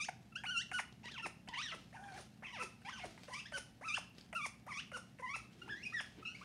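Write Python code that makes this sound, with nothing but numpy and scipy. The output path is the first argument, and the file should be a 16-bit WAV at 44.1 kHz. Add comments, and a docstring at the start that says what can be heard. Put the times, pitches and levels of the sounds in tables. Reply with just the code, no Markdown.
"""Grey parrot chattering in a kitchen

A grey parrot shuffles about on a hand in a quiet kitchen and chatters softly to itself.
Each squeak is a gliding harmonic tone of the syrinx, shaped by throat and beak, plus an air hiss;
many open with a click and end in a steep downward swoop. Noise cracks ring as short ticks and tiny
high squeaks, feathers brush as shaped noise; a hard room rings a little over rumble, hiss and hum."""
import sys
import numpy as np
from scipy import signal
from scipy.fft import rfft, irfft, next_fast_len
from scipy.io import wavfile
from scipy.ndimage import uniform_filter1d

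SR = 44100
rng = np.random.default_rng(int(sys.argv[2]) if len(sys.argv) > 2 else 0)


def wav_record(signal):
    """Record a signal, one row per channel, as 16-bit PCM in the file named by sys.argv[1]."""
    frames = np.transpose(np.atleast_2d(signal))
    bounded = np.clip(frames, -1, 1)
    # unit amplitude maps onto the largest positive 16-bit level
    quanta = np.round(bounded * 32767).astype(np.int16)
    wavfile.write(sys.argv[1], SR, quanta)


N = 284004
TIME = np.arange(N) / SR  # s


def undb(db):
    """Decibels to gain."""
    return 10 ** (np.asarray(db) / 20)


def unit(x):
    """Scale to rms 1."""
    return x / np.sqrt(np.mean(x ** 2))


def spectrum_db(points, hz):
    """Read (frequency [Hz], level [dB]) points on a log-frequency axis."""
    point_hz, point_db = np.transpose(points)
    return np.interp(np.log(np.maximum(hz, 1)), np.log(point_hz), point_db)


def colour(x, points):
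    """Minimum-phase filter with the points' spectrum, scaled to keep the power of white noise."""
    size = 2 * next_fast_len(len(x))
    gain = unit(undb(spectrum_db(points, np.fft.rfftfreq(size, 1 / SR))))
    # fold the cepstrum to make the filter causal
    cepstrum = irfft(np.log(gain))
    cepstrum[1:size // 2] *= 2
    cepstrum[size // 2 + 1:] = 0
    response = np.exp(rfft(cepstrum))
    return irfft(rfft(x, size) * response)[:len(x)]


def noise():
    """White noise for the whole scene, rms 1."""
    return rng.standard_normal(N)


def wander(rate_hz):
    """Random drift, spread near 1: straight lines between rate_hz random values per second."""
    return np.interp(TIME * rate_hz, np.arange(N), noise())


def swells(rows):
    """Sum of bell-shaped gains from rows of (time [s], level [dB], length [s])."""
    return sum(undb(db) * np.exp(-.5 * ((TIME - s) / length_s) ** 2) for s, db, length_s in rows)


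def crack(s, db, fade_s):
    """Noise burst: instant onset, exponential decay."""
    age_s = TIME - s
    decay = np.exp(-np.clip(age_s / fade_s, 0, 20))
    return (age_s > 0) * undb(db) * decay * noise()


# throat resonances: (frequency [Hz], level [dB])
THROAT_SPECTRUM = [(400, -10.5), (800, -6), (1400, -7), (2000, -1), (2700, -1), (3400, -6.5), (4200, -10.5),
                   (5500, -3.5), (6500, -5.5), (7400, -20.5), (9000, -10.5), (11000, -47)]
# air hiss: (frequency [Hz], level [dB])
AIR_SPECTRUM = [(400, -18), (1200, -28), (2600, 5), (4300, 3), (5500, 10), (6600, 8.5), (7700, 0.5),
                (9300, 11.5), (11000, -3), (13000, -25), (15500, -19)]
BEAK_FOLLOW = 0.83  # Hz rise of beak resonance per Hz of pitch


def syrinx(jitter=0.0346, shimmer_db=3.5, flutter_db=2.0, edge_s=0.0018, voice_db=-1, air_db=-1,
           knee_harmonic=2.1, fall_db_per_octave=5, rattle_rad=0.38, beak_db=7, beak_width_hz=400, seal=0.3):
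    """Gliding harmonic squeaks; roughness shakes pitch, level and phase, and hiss pulses once a cycle."""
    wobble = jitter * (wander(900) + .5 * wander(110))
    shake_db, waver_db = shimmer_db * wander(450), wander(110)
    flutter = np.array([wander(70) for _ in range(10)])  # one row per harmonic
    grain = np.array([wander(700) for _ in flutter])
    k = np.arange(1, len(flutter) + 1)[:, None]
    voice, air = np.zeros(N), np.zeros(N)
    for points, rough, rest_hz in squeaks():
        s, *columns = np.transpose(points)
        i = np.flatnonzero((TIME > s[0] - edge_s) & (TIME < s[-1] + edge_s))
        tracks = [uniform_filter1d(np.interp(TIME[i], s, column), size=130) for column in columns]
        hz, level_db, slope_db, hiss_db = tracks
        gate = np.clip(np.minimum(i - i[0], i[-1] - i) / SR / edge_s, 0, 1)
        phase = 2 * np.pi * np.cumsum(hz * (1 + rough * wobble[i])) / SR

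        # overtones fall faster above the knee
        source_db = slope_db * np.log2(k)
        source_db = source_db - fall_db_per_octave * np.maximum(np.log2(k / knee_harmonic), 0)
        # overtones swell as they cross a throat or beak resonance
        beak_hz = rest_hz + BEAK_FOLLOW * hz
        tract_db = spectrum_db(THROAT_SPECTRUM, k * hz)
        tract_db = tract_db + beak_db / (1 + ((k * hz - beak_hz) / beak_width_hz) ** 2)
        unsteady_db = flutter_db * (1.5 + 2.0 * rough) * flutter[:, i]
        partials = undb(source_db + tract_db + unsteady_db)
        partials *= np.clip((12500 - k * hz) / 2500, 0, 1)  # fade out 10-12.5 kHz
        partials /= np.sqrt(np.sum(partials ** 2, axis=0) / 2)

        # uneven cycles fray high overtones most
        fray_rad = rattle_rad * rough * k * grain[:, i]
        tone = np.sum(partials * np.sin(k * phase + fray_rad), axis=0)
        voice[i] += gate * undb(level_db + rough * shake_db[i] + waver_db[i]) * tone
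        # a hard-pressed syrinx closes fully and leaks less air
        leak_db = hiss_db - seal * np.maximum(slope_db + 6, 0)
        air[i] += gate * undb(leak_db) * (1 + 0.09 * np.cos(phase))
    return undb(voice_db) * voice + undb(air_db) * colour(air * noise(), AIR_SPECTRUM)


# swoops closing the squeak before them:
# (end time [s], fall time [s], landing pitch [Hz], tone level [dB], hiss level [dB])
CLOSING_SWOOPS = [(.803, .008, 560, -33.5, -53.5), (1.269, 0.0079, 385, -39, -54.5),
                  (1.751, 0.0096, 374, -46.5, -64), (2.212, 0.037, 383, -51.5, -63.5),
                  (2.638, 0.01, 367, -45.5, -57), (3.058, .016, 337, -43, -62),
                  (3.586, 0.0062, 396, -47, -54), (3.987, 0.0074, 555, -39.5, -57),
                  (4.467, 0.0065, 422, -42.5, -52), (4.978, .006, 560, -50.5, -60),
                  (5.368, 0.0076, 420, -46, -56.5), (6.012, 0.0061, 490, -42, -59)]
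SWOOP_MAX_START_HZ, SWOOP_REACH_S = 930, .05
SWOOP_FADE_DB, SWOOP_START_HISS_DB = -8, 0.5  # relative to the table levels
SWOOP_SLOPE_DB_PER_OCTAVE, SLACK_SLOPE_DB_PER_OCTAVE = -11.5, -6.5


def squeaks():
    """Yield (time [s], pitch [Hz], level [dB], slope [dB/octave], hiss [dB]) points, roughness, beak Hz.

    A swoop ending within SWOOP_REACH_S after a squeak's last point is joined to it."""
    for points, rough, rest_hz in [*whines(), *yelps(), *pips(), *grunts()]:
        for end_s, fall_s, slack_hz, db, hiss_db in CLOSING_SWOOPS:
            if 0 < end_s - points[-1][0] < SWOOP_REACH_S:
                last_s, last_hz = points[-1][:2]
                fall_start_s = max(end_s - fall_s, last_s)
                fall_start_hz = min(SWOOP_MAX_START_HZ, last_hz)
                points = points + [
                    (fall_start_s, fall_start_hz, db, SWOOP_SLOPE_DB_PER_OCTAVE, hiss_db + SWOOP_START_HISS_DB),
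                    (end_s, slack_hz, db + SWOOP_FADE_DB, SLACK_SLOPE_DB_PER_OCTAVE, hiss_db)]
        yield points, rough, rest_hz


# whines: (start time [s], start pitch [Hz], press time [s], soft slope [dB/octave],
# pressed slope [dB/octave], hiss re tone [dB], roughness [0-1], beak resonance at rest [Hz])
WHINE_SETTINGS = [ (0.0, 1223, .012, -7, 7, -16, 0.28, 1210), (.451, 1000, 0.57, -8, 2, -23.5, 0.094, 1350),
                  (1.033, 683, 1.09, -1.5, -3.5, -30, 0.6, 2020),
                  (1.474, 562, 1.532, -11, -0.5, -33, 0.6, 2100),
                  (1.928, 556.5, 2.12, -11.5, -11, -18, 0.81, 1090),
                  (2.424, 482, 2.44, -10.5, -2, -25, .6, 1160),
                  (2.85, 758, 2.89, -1.5, -1.5, -21, 0.635, 1950),
                  (3.288, 502, 3.33, -20, 1, -13.5, 0.5, 1350),
                  (3.812, 490, 3.88, -17, 0.5, -19.5, 0.37, 1400),
                  (4.351, 1292, 4.412, -12, -4.5, -19.5, 0.1, 1240),
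                  (4.673, 682, 4.71, -14, -0.5, -19.5, 0.44, 1260),
                  (5.223, 912, 5.255, -20, -5.5, -28, 0.088, 1300),
                  (5.688, 1232, 5.73, -12, -8.5, -35, .2, 1390),
                  (6.252, 1408, 6.27, -4, -1.5, -47, 0.18, 1600), ]
# course of each whine after its scoop: lists of (time [s], pitch [Hz], level [dB])
WHINE_CONTOURS = [
    [(.013, 1166, -38), (.044, 1341, -44), (.068, 2320, -53), (.078, 2200, -61)],
    [(.469, 1493, -42.5), (.497, 1400, -40), (.513, 1544, -41.5), (.548, 1403, -42.5), (.579, 1362, -29.5),
     (.606, 1554, -44.5), (.626, 2080, -47)],
    [(1.042, 899, -52.5), (1.056, 1002, -52.5), (1.078, 961, -47), (1.115, 1850, -57.5),
     (1.152, 1540, -53.5), (1.19, 906, -45.5), (1.212, 898, -49.5)],
    [(1.495, 1025, -51.5), (1.52, 866.5, -57.5), (1.547, 1035, -41), (1.566, 887, -45), (1.583, 1090, -41),
     (1.612, 1308, -43.5), (1.63, 1972, -45), (1.665, 1800, -44), (1.705, 1401, -49), (1.721, 659, -42)],
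    [(1.955, 924, -51.5), (1.982, 730, -57), (2.025, 806, -54.5), (2.095, 810, -51.5), (2.138, 721, -55.5),
     (2.17, 853, -51)],
    [(2.449, 1337, -46.5), (2.478, 1030, -52), (2.495, 974, -55), (2.521, 1193, -54)],
    [(2.857, 760.5, -47), (2.871, 830, -48.5), (2.892, 1029, -43.5), (2.914, 1886, -60),
     (2.931, 1520, -48.5), (2.955, 1532, -53), (3.005, 717, -51), (3.032, 747, -56.5)],
    [(3.31, 1037, -53), (3.338, 980, -44.5), (3.353, 1150, -46.5), (3.386, 1198, -50.5), (3.4, 1357, -43.5),
     (3.412, 1820, -64)],
    [(3.85, 1296, -48), (3.874, 1344, -41), (3.904, 1168, -40), (3.933, 1300, -43), (3.946, 1361, -31),
     (3.958, 1705, -51.5), (3.968, 1725, -40)],
    [(4.366, 1411, -36.5), (4.392, 1251, -44), (4.42, 1122, -44), (4.44, 1221, -40.5), (4.456, 1098, -35.5)],
    [(4.693, 1260, -47.5), (4.729, 988, -43.5), (4.743, 1153, -48), (4.766, 1080, -45.5),
     (4.795, 1383, -42.5), (4.812, 2044, -53.5)],
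    [(5.234, 1027, -43.5), (5.258, 1010, -42.5), (5.268, 927, -45.5), (5.305, 1120, -42.5),
     (5.333, 1146, -45.5), (5.349, 1361, -37)],
    [(5.697, 1655, -45.5), (5.709, 1770, -40.5), (5.731, 1593, -44), (5.767, 1880, -53), (5.82, 2200, -63),
     (5.832, 2650, -49), (5.842, 2820, -46), (5.847, 2750, -53)],
    [(6.261, 1269, -41), (6.277, 1404, -46), (6.299, 1433, -57), (6.324, 1478, -54)],
]
SCOOP_DB, PRESS_S = -5.5, 0.012  # scoop start re first contour point; press duration


def whines():
    """Long tones scoop to their pitch and waver; pressing the syrinx changes the overtone slope part-way."""
    for settings, contour in zip(WHINE_SETTINGS, WHINE_CONTOURS):
        start_s, start_hz, press_s, soft_slope_db, pressed_slope_db, hiss_db, rough, rest_hz = settings
        scoop = (start_s, start_hz, contour[0][2] + SCOOP_DB)
        course_s, course_hz, course_db = np.transpose([scoop] + list(contour))
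        s = np.linspace(start_s, contour[-1][0], 200)
        hz = np.interp(s, course_s, course_hz)
        db = np.interp(s, course_s, course_db)
        pressed = np.clip((s - press_s) / PRESS_S + .5, 0, 1)
        slope_db = soft_slope_db + (pressed_slope_db - soft_slope_db) * pressed
        yield list(zip(s, hz, db, slope_db, db + hiss_db)), rough, rest_hz


# yelps: (start time [s], end time [s], top pitch [Hz], end pitch [Hz], level [dB],
# overtone slope [dB/octave], hiss re tone [dB], beak resonance at rest [Hz])
YELP_SETTINGS = [ (0.732, 0.784, 1490, 1443, -39, -10.5, -16, 1250),
                 (1.224, 1.257, 1406, 1236, -42, -7.5, -23.5, 1420),
                 (2.526, 2.595, 1002, 500, -47, -3.5, -24, 1850),
                 (2.597, 2.62, 1342, 1309, -39, -15, -22.5, 1290),
                 (3.532, 3.573, 1556, 1439, -42, -11, -23, 1290),
                 (4.933, 4.964, 1500, 1369, -42, -12, -24, 1220),
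                 (5.851, 5.877, 2520, 2474, -40, -9, -24.5, 400),
                 (5.932, 6, 1960, 1630, -39.5, -9, -32, 1220), ]
YELP_ATTACK_S, YELP_START_RATIO, YELP_START_DB = .012, .92, -9.5
YELP_SAG_DB, YELP_ROUGH = -0.5, .2


def yelps():
    """Short tones jump to their pitch, then sag."""
    for start_s, end_s, top_hz, end_hz, db, slope_db, hiss_db, rest_hz in YELP_SETTINGS:
        shape = [(start_s, YELP_START_RATIO * top_hz, db + YELP_START_DB),
                 (start_s + YELP_ATTACK_S, top_hz, db),
                 (end_s, end_hz, db + YELP_SAG_DB)]
        yield [(*point, slope_db, db + hiss_db) for point in shape], YELP_ROUGH, rest_hz


# pips: (start time [s], length [s], first pitch [Hz], last pitch [Hz], level [dB],
# overtone slope [dB/octave])
PIP_SETTINGS = [ (0.321, .018, 1376, 1290, -56.5, -15), (.354, 0.027, 1272, 1700, -37.5, -3),
                (0.381, 0.042, 1560, 1730, -51, -3), (3.454, 0.027, 1545, 2150, -46.5, -5),
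                (5.616, 0.017, 1405, 1426, -43, -10.5), (5.923, .014, 1180, 1420, -45.5, -15),
                (6.224, 0.022, 1290, 1280, -45.5, -24), (6.346, 0.025, 2110, 2530, -46.5, -4),
                (6.41, 0.034, 990, 1730, -49.5, -17.5), ]
PIP_ATTACK_S, PIP_EDGE_DB, PIP_HISS_DB, PIP_ROUGH = 0.0053, -16, -26, 0.12
BEAK_REST_HZ = 1445  # pips and grunts


def pips():
    """One straight glide that peaks early and fades."""
    for start_s, length_s, first_hz, last_hz, db, slope_db in PIP_SETTINGS:
        shape = [(0, db + PIP_EDGE_DB), (PIP_ATTACK_S, db), (length_s, db + PIP_EDGE_DB)]
        points = []
        for age_s, point_db in shape:
            hz = first_hz + (last_hz - first_hz) * age_s / length_s
            points.append((start_s + age_s, hz, point_db, slope_db, point_db + PIP_HISS_DB))
        yield points, PIP_ROUGH, BEAK_REST_HZ


# grunts: (start time [s], length [s], pitch [Hz], level [dB])
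GRUNT_SETTINGS = [(0.086, 0.011, 766, -32), (.439, .013, 823, -41), (.716, 0.0144, 763, -40),
                  (3.282, .016, 526, -45), (3.52, .016, 630, -44.5), (4.331, 0.025, 674, -44.5),
                  (4.665, 0.0088, 616, -46), (4.92, 0.017, 565.5, -47.5), (5.194, 0.022, 525, -44),
                  (5.677, 0.012, 895, -47.5)]
GRUNT_ATTACK_S, GRUNT_START_RATIO, GRUNT_END_RATIO, GRUNT_EDGE_DB = 0.00395, 1.3, .88, -15.5
GRUNT_SLOPE_DB_PER_OCTAVE, GRUNT_HISS_DB, GRUNT_ROUGH = -11.5, -24, 0.36


def grunts():
    """Slack membranes start to move: a few low cycles, dropping in pitch."""
    for start_s, length_s, hz, db in GRUNT_SETTINGS:
        shape = [(start_s, GRUNT_START_RATIO * hz, db + GRUNT_EDGE_DB),
                 (start_s + GRUNT_ATTACK_S, hz, db),
                 (start_s + length_s, GRUNT_END_RATIO * hz, db + GRUNT_EDGE_DB)]
        points = [(*point, GRUNT_SLOPE_DB_PER_OCTAVE, db + GRUNT_HISS_DB) for point in shape]
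        yield points, GRUNT_ROUGH, BEAK_REST_HZ


def puffs(puff_db=5, lead_s=0.004, fade_s=0.013):
    """As a swoop ends and the membranes go slack, pent-up air spits out as decaying hiss."""
    flow = np.zeros(N)
    for end_s, *_, hiss_db in CLOSING_SWOOPS:
        age_s = TIME - end_s + lead_s
        flow += (age_s > 0) * undb(hiss_db + puff_db) * np.exp(-np.abs(age_s) / fade_s)
    return colour(flow * noise() * undb(2.5 * wander(700)), AIR_SPECTRUM)


# throat clicks: (time [s], level before gain_db [dB])
THROAT_POPS = [(0.0835, -41.5), (0.4365, -36), (0.7145, -33), (1.476, -43.5), (2.818, -49.5),
               (3.177, -44.5), (3.2795, -47), (3.5225, -37.5), (4.3279, -35), (4.917, -40), (5.1868, -47)]
# click spectrum: (frequency [Hz], level [dB])
POP_SPECTRUM = [(300, -10), (900, -1), (1900, 4.5), (2900, 0), (4000, -37), (9000, -13), (14000, -55)]


def pops(fade_s=0.0053, gain_db=-7):
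    """The throat snaps open: short coloured noise bursts."""
    return colour(sum(crack(s, db + gain_db, fade_s) for s, db in THROAT_POPS), POP_SPECTRUM)


# short ringing ticks and tiny high squeaks: (time [s], level before gain_db [dB], ring [Hz], fade [s])
RINGING_TICKS = [(0.925, -48.5, 3500, 0.0032), (1.057, -35, 3500, 0.0012), (1.114, -47, 3820, 0.0071),
                 (1.119, -44.5, 4100, 0.0067), (1.142, -41.5, 3700, 0.0024), (1.487, -34.5, 3200, 0.0036),
                 (1.537, -60, 4340, 0.0021), (1.602, -54, 3600, 0.0015), (2.122, -51, 4130, 0.003),
                 (3.177, -57, 1900, .003), (3.201, -82, 4070, 0.0017), (3.234, -46, 2380, 0.0024),
                 (4.183, -39, 1800, 0.0034), (4.211, -46, 4500, 0.0021)]
# tick spectrum: (frequency [Hz], level [dB])
TICK_SPECTRUM = [(400, 7), (1500, -12.5), (3200, -2), (5500, -5), (7500, -14.5), (9500, -18), (14000, -38)]


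def ticks(ring_q=7.8, ring_db=9, gain_db=-8):
    """A noise crack excites a brief resonance."""
    out = np.zeros(N)
    for s, db, hz, fade_s in RINGING_TICKS:
        push = crack(s, db + gain_db, fade_s)
        ring = signal.lfilter(*signal.iirpeak(hz, ring_q, fs=SR), push)
        out += push + undb(ring_db) * ring
    return colour(out, TICK_SPECTRUM)


# very high ticks: (time [s], level before gain_db [dB])
TREBLE_TICKS = [(.454, -60), (4.096, -63), (4.345, -51), (4.666, -57)]
# very high tick spectrum: (frequency [Hz], level [dB])
TREBLE_TICK_SPECTRUM = [(6000, -35), (10000, -8), (12500, 0), (15000, -9)]


def high_ticks(fade_s=0.0017, gain_db=-6):
    """Thin pinpricks of treble noise."""
    return colour(sum(crack(s, db + gain_db, fade_s) for s, db in TREBLE_TICKS), TREBLE_TICK_SPECTRUM)


# feather brushes as the bird turns: (time [s], level before gain_db [dB], length [s])
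FEATHER_BRUSHES = [(1.8, -63, 0.07), (2.19, -59.5, 0.049), (3.17, -63, 0.24), (4.2, -61.5, 0.036),
                   (5.66, -68.5, 0.28), (6.03, -69.5, 0.13), (6.44, -61, 0.08)]
# brush spectrum: (frequency [Hz], level [dB])
BRUSH_SPECTRUM = [(150, 2), (400, 10), (900, 2.5), (2500, 3.5), (4000, 3), (6000, -1), (9500, -9),
                  (14000, -23.5)]
STEADY_RUSTLE_DB = -73  # before gain_db


def feathers(grain_db=2.5, patchy_db=2.0, gain_db=-3, snaps_per_s=45, snap_db=-6, snap_s=0.0036):
    """Slipping barbs make uneven noise; quills or claws snap free as random decaying bursts."""
    grains = unit(noise() * undb(grain_db * wander(700) + patchy_db * wander(40)))
    catches = (rng.random(N) < snaps_per_s / SR) * rng.random(N) ** 2
    snap_envelope = signal.lfilter([1], [1, -np.exp(-1 / (snap_s * SR))], catches)
    snaps = unit(snap_envelope * noise())
    rustle = colour(grains + undb(snap_db) * snaps, BRUSH_SPECTRUM)
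    return rustle * undb(gain_db) * np.hypot(undb(STEADY_RUSTLE_DB), swells(FEATHER_BRUSHES))


# wing and foot swishes: (time [s], level [dB], length [s])
WING_SWISHES = [(1.26, -54, 0.017), (1.754, -65.5, 0.038), (2.196, -62.5, .03), (2.636, -53.5, 0.011),
                (3.061, -49, 0.0073), (3.582, -52, 0.0053), (5.573, -69, 0.15), (5.693, -64, 0.043),
                (5.874, -72, 0.17), (6.196, -54.5, 0.02)]
# swish spectrum: (frequency [Hz], level [dB])
SWISH_SPECTRUM = [(80, -1.5), (180, -19), (370, 5), (480, -12.5), (900, -19), (3000, -19), (9000, -46)]


def swishes():
    """Air pushed by wings and shifting feet: dull noise swells."""
    return colour(swells(WING_SWISHES) * noise(), SWISH_SPECTRUM)


# echo tail spectrum: (frequency [Hz], level [dB])
ECHO_SPECTRUM = [(200, -5.5), (800, -3), (1600, -5.5), (2800, 4), (5000, 5), (9000, 1), (14000, 0)]
# reflections off floor, hand and cupboards: (delay [s], level [dB])
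FIRST_REFLECTIONS = [(.0013, -31), (.0034, -41), (.0067, -17), (.0112, -31), (.0178, -23.5), (0.025, -21)]
# beak turned away from the listener: (time [s], room share before scaling [dB])
TURN_AWAY = [(0, -0.5), (1.7, 2.5), (2.1, 5), (3.3, 4.5), (4.3, 0.5), (4.9, 4), (6.4, 5)]


def kitchen(x, t60_s=0.41, treble_t60_s=0.34, split_hz=4500, wet_db=-13, early_db=-15, early_s=0.038):
    """First reflections, scattered echoes and a short tail; turning away lifts them and dims direct sound."""
    t = TIME[:SR]
    low_pass = signal.butter(2, split_hz, fs=SR, output="sos")
    high_pass = signal.butter(2, split_hz, "high", fs=SR, output="sos")
    low = signal.sosfilt(low_pass, noise()[:SR]) * np.exp(-np.log(1000) * t / t60_s)
    high = signal.sosfilt(high_pass, noise()[:SR]) * np.exp(-np.log(1000) * t / treble_t60_s)
    tail = colour((low + high) * np.clip(t / 0.0013, 0, 1), ECHO_SPECTRUM)
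    # chairs and clutter: fifth power makes sparse spikes
    early = noise()[:SR] ** 5 * np.exp(-t / early_s) * (t > .005)
    response = (undb(wet_db) * unit(tail) + undb(early_db) * unit(early)) / np.sqrt(SR)
    for delay_s, db in FIRST_REFLECTIONS:
        response[int(delay_s * SR)] += undb(db)
    away_db = np.interp(TIME, *np.transpose(TURN_AWAY))
    direct = x * undb(-.25 * away_db)
    return direct + signal.fftconvolve(x * undb(1.02 * away_db), response)[:N]


# room hum: (frequency [Hz], level [dB rms])
ROOM_HUM = [(120.6, -69.5), (178.7, -75.5), (214.7, -72)]
# still room spectrum: (frequency [Hz], level [dB])
ROOM_SPECTRUM = [(30, -22.5), (60, -4), (90, -7), (150, -2.5), (230, -3), (330, -15), (500, -23),
                 (750, -19), (1100, -31), (1800, -27.5), (2800, -33.5), (4400, -47), (11500, -40.5),
                 (15500, -53)]


def room_tone(level_db=-61.5):
    """Coloured-noise rumble and hiss plus phase-wavering hum sines."""
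    hum = np.zeros(N)
    for hz, db in ROOM_HUM:
        hum += undb(db) * unit(np.sin(2 * np.pi * hz * TIME + 0.59 * wander(5.3)))
    return hum + unit(colour(noise(), ROOM_SPECTRUM)) * undb(level_db)


def scene():
    """The bird in its room, over the room tone."""
    bird = syrinx() + puffs() + pops() + ticks() + high_ticks() + feathers() + swishes()
    return (kitchen(bird) + room_tone())[None]


def record(dry, bass_hz=48, top_hz=15700):
    """High-pass thins deep bass; steep elliptic low-pass cuts the top."""
    thin = signal.sosfilt(signal.butter(4, bass_hz, "high", fs=SR, output="sos"), dry)
    return signal.sosfilt(signal.ellip(8, .2, 70, top_hz, fs=SR, output="sos"), thin)


dry = scene()
out = record(dry)
wav_record(out)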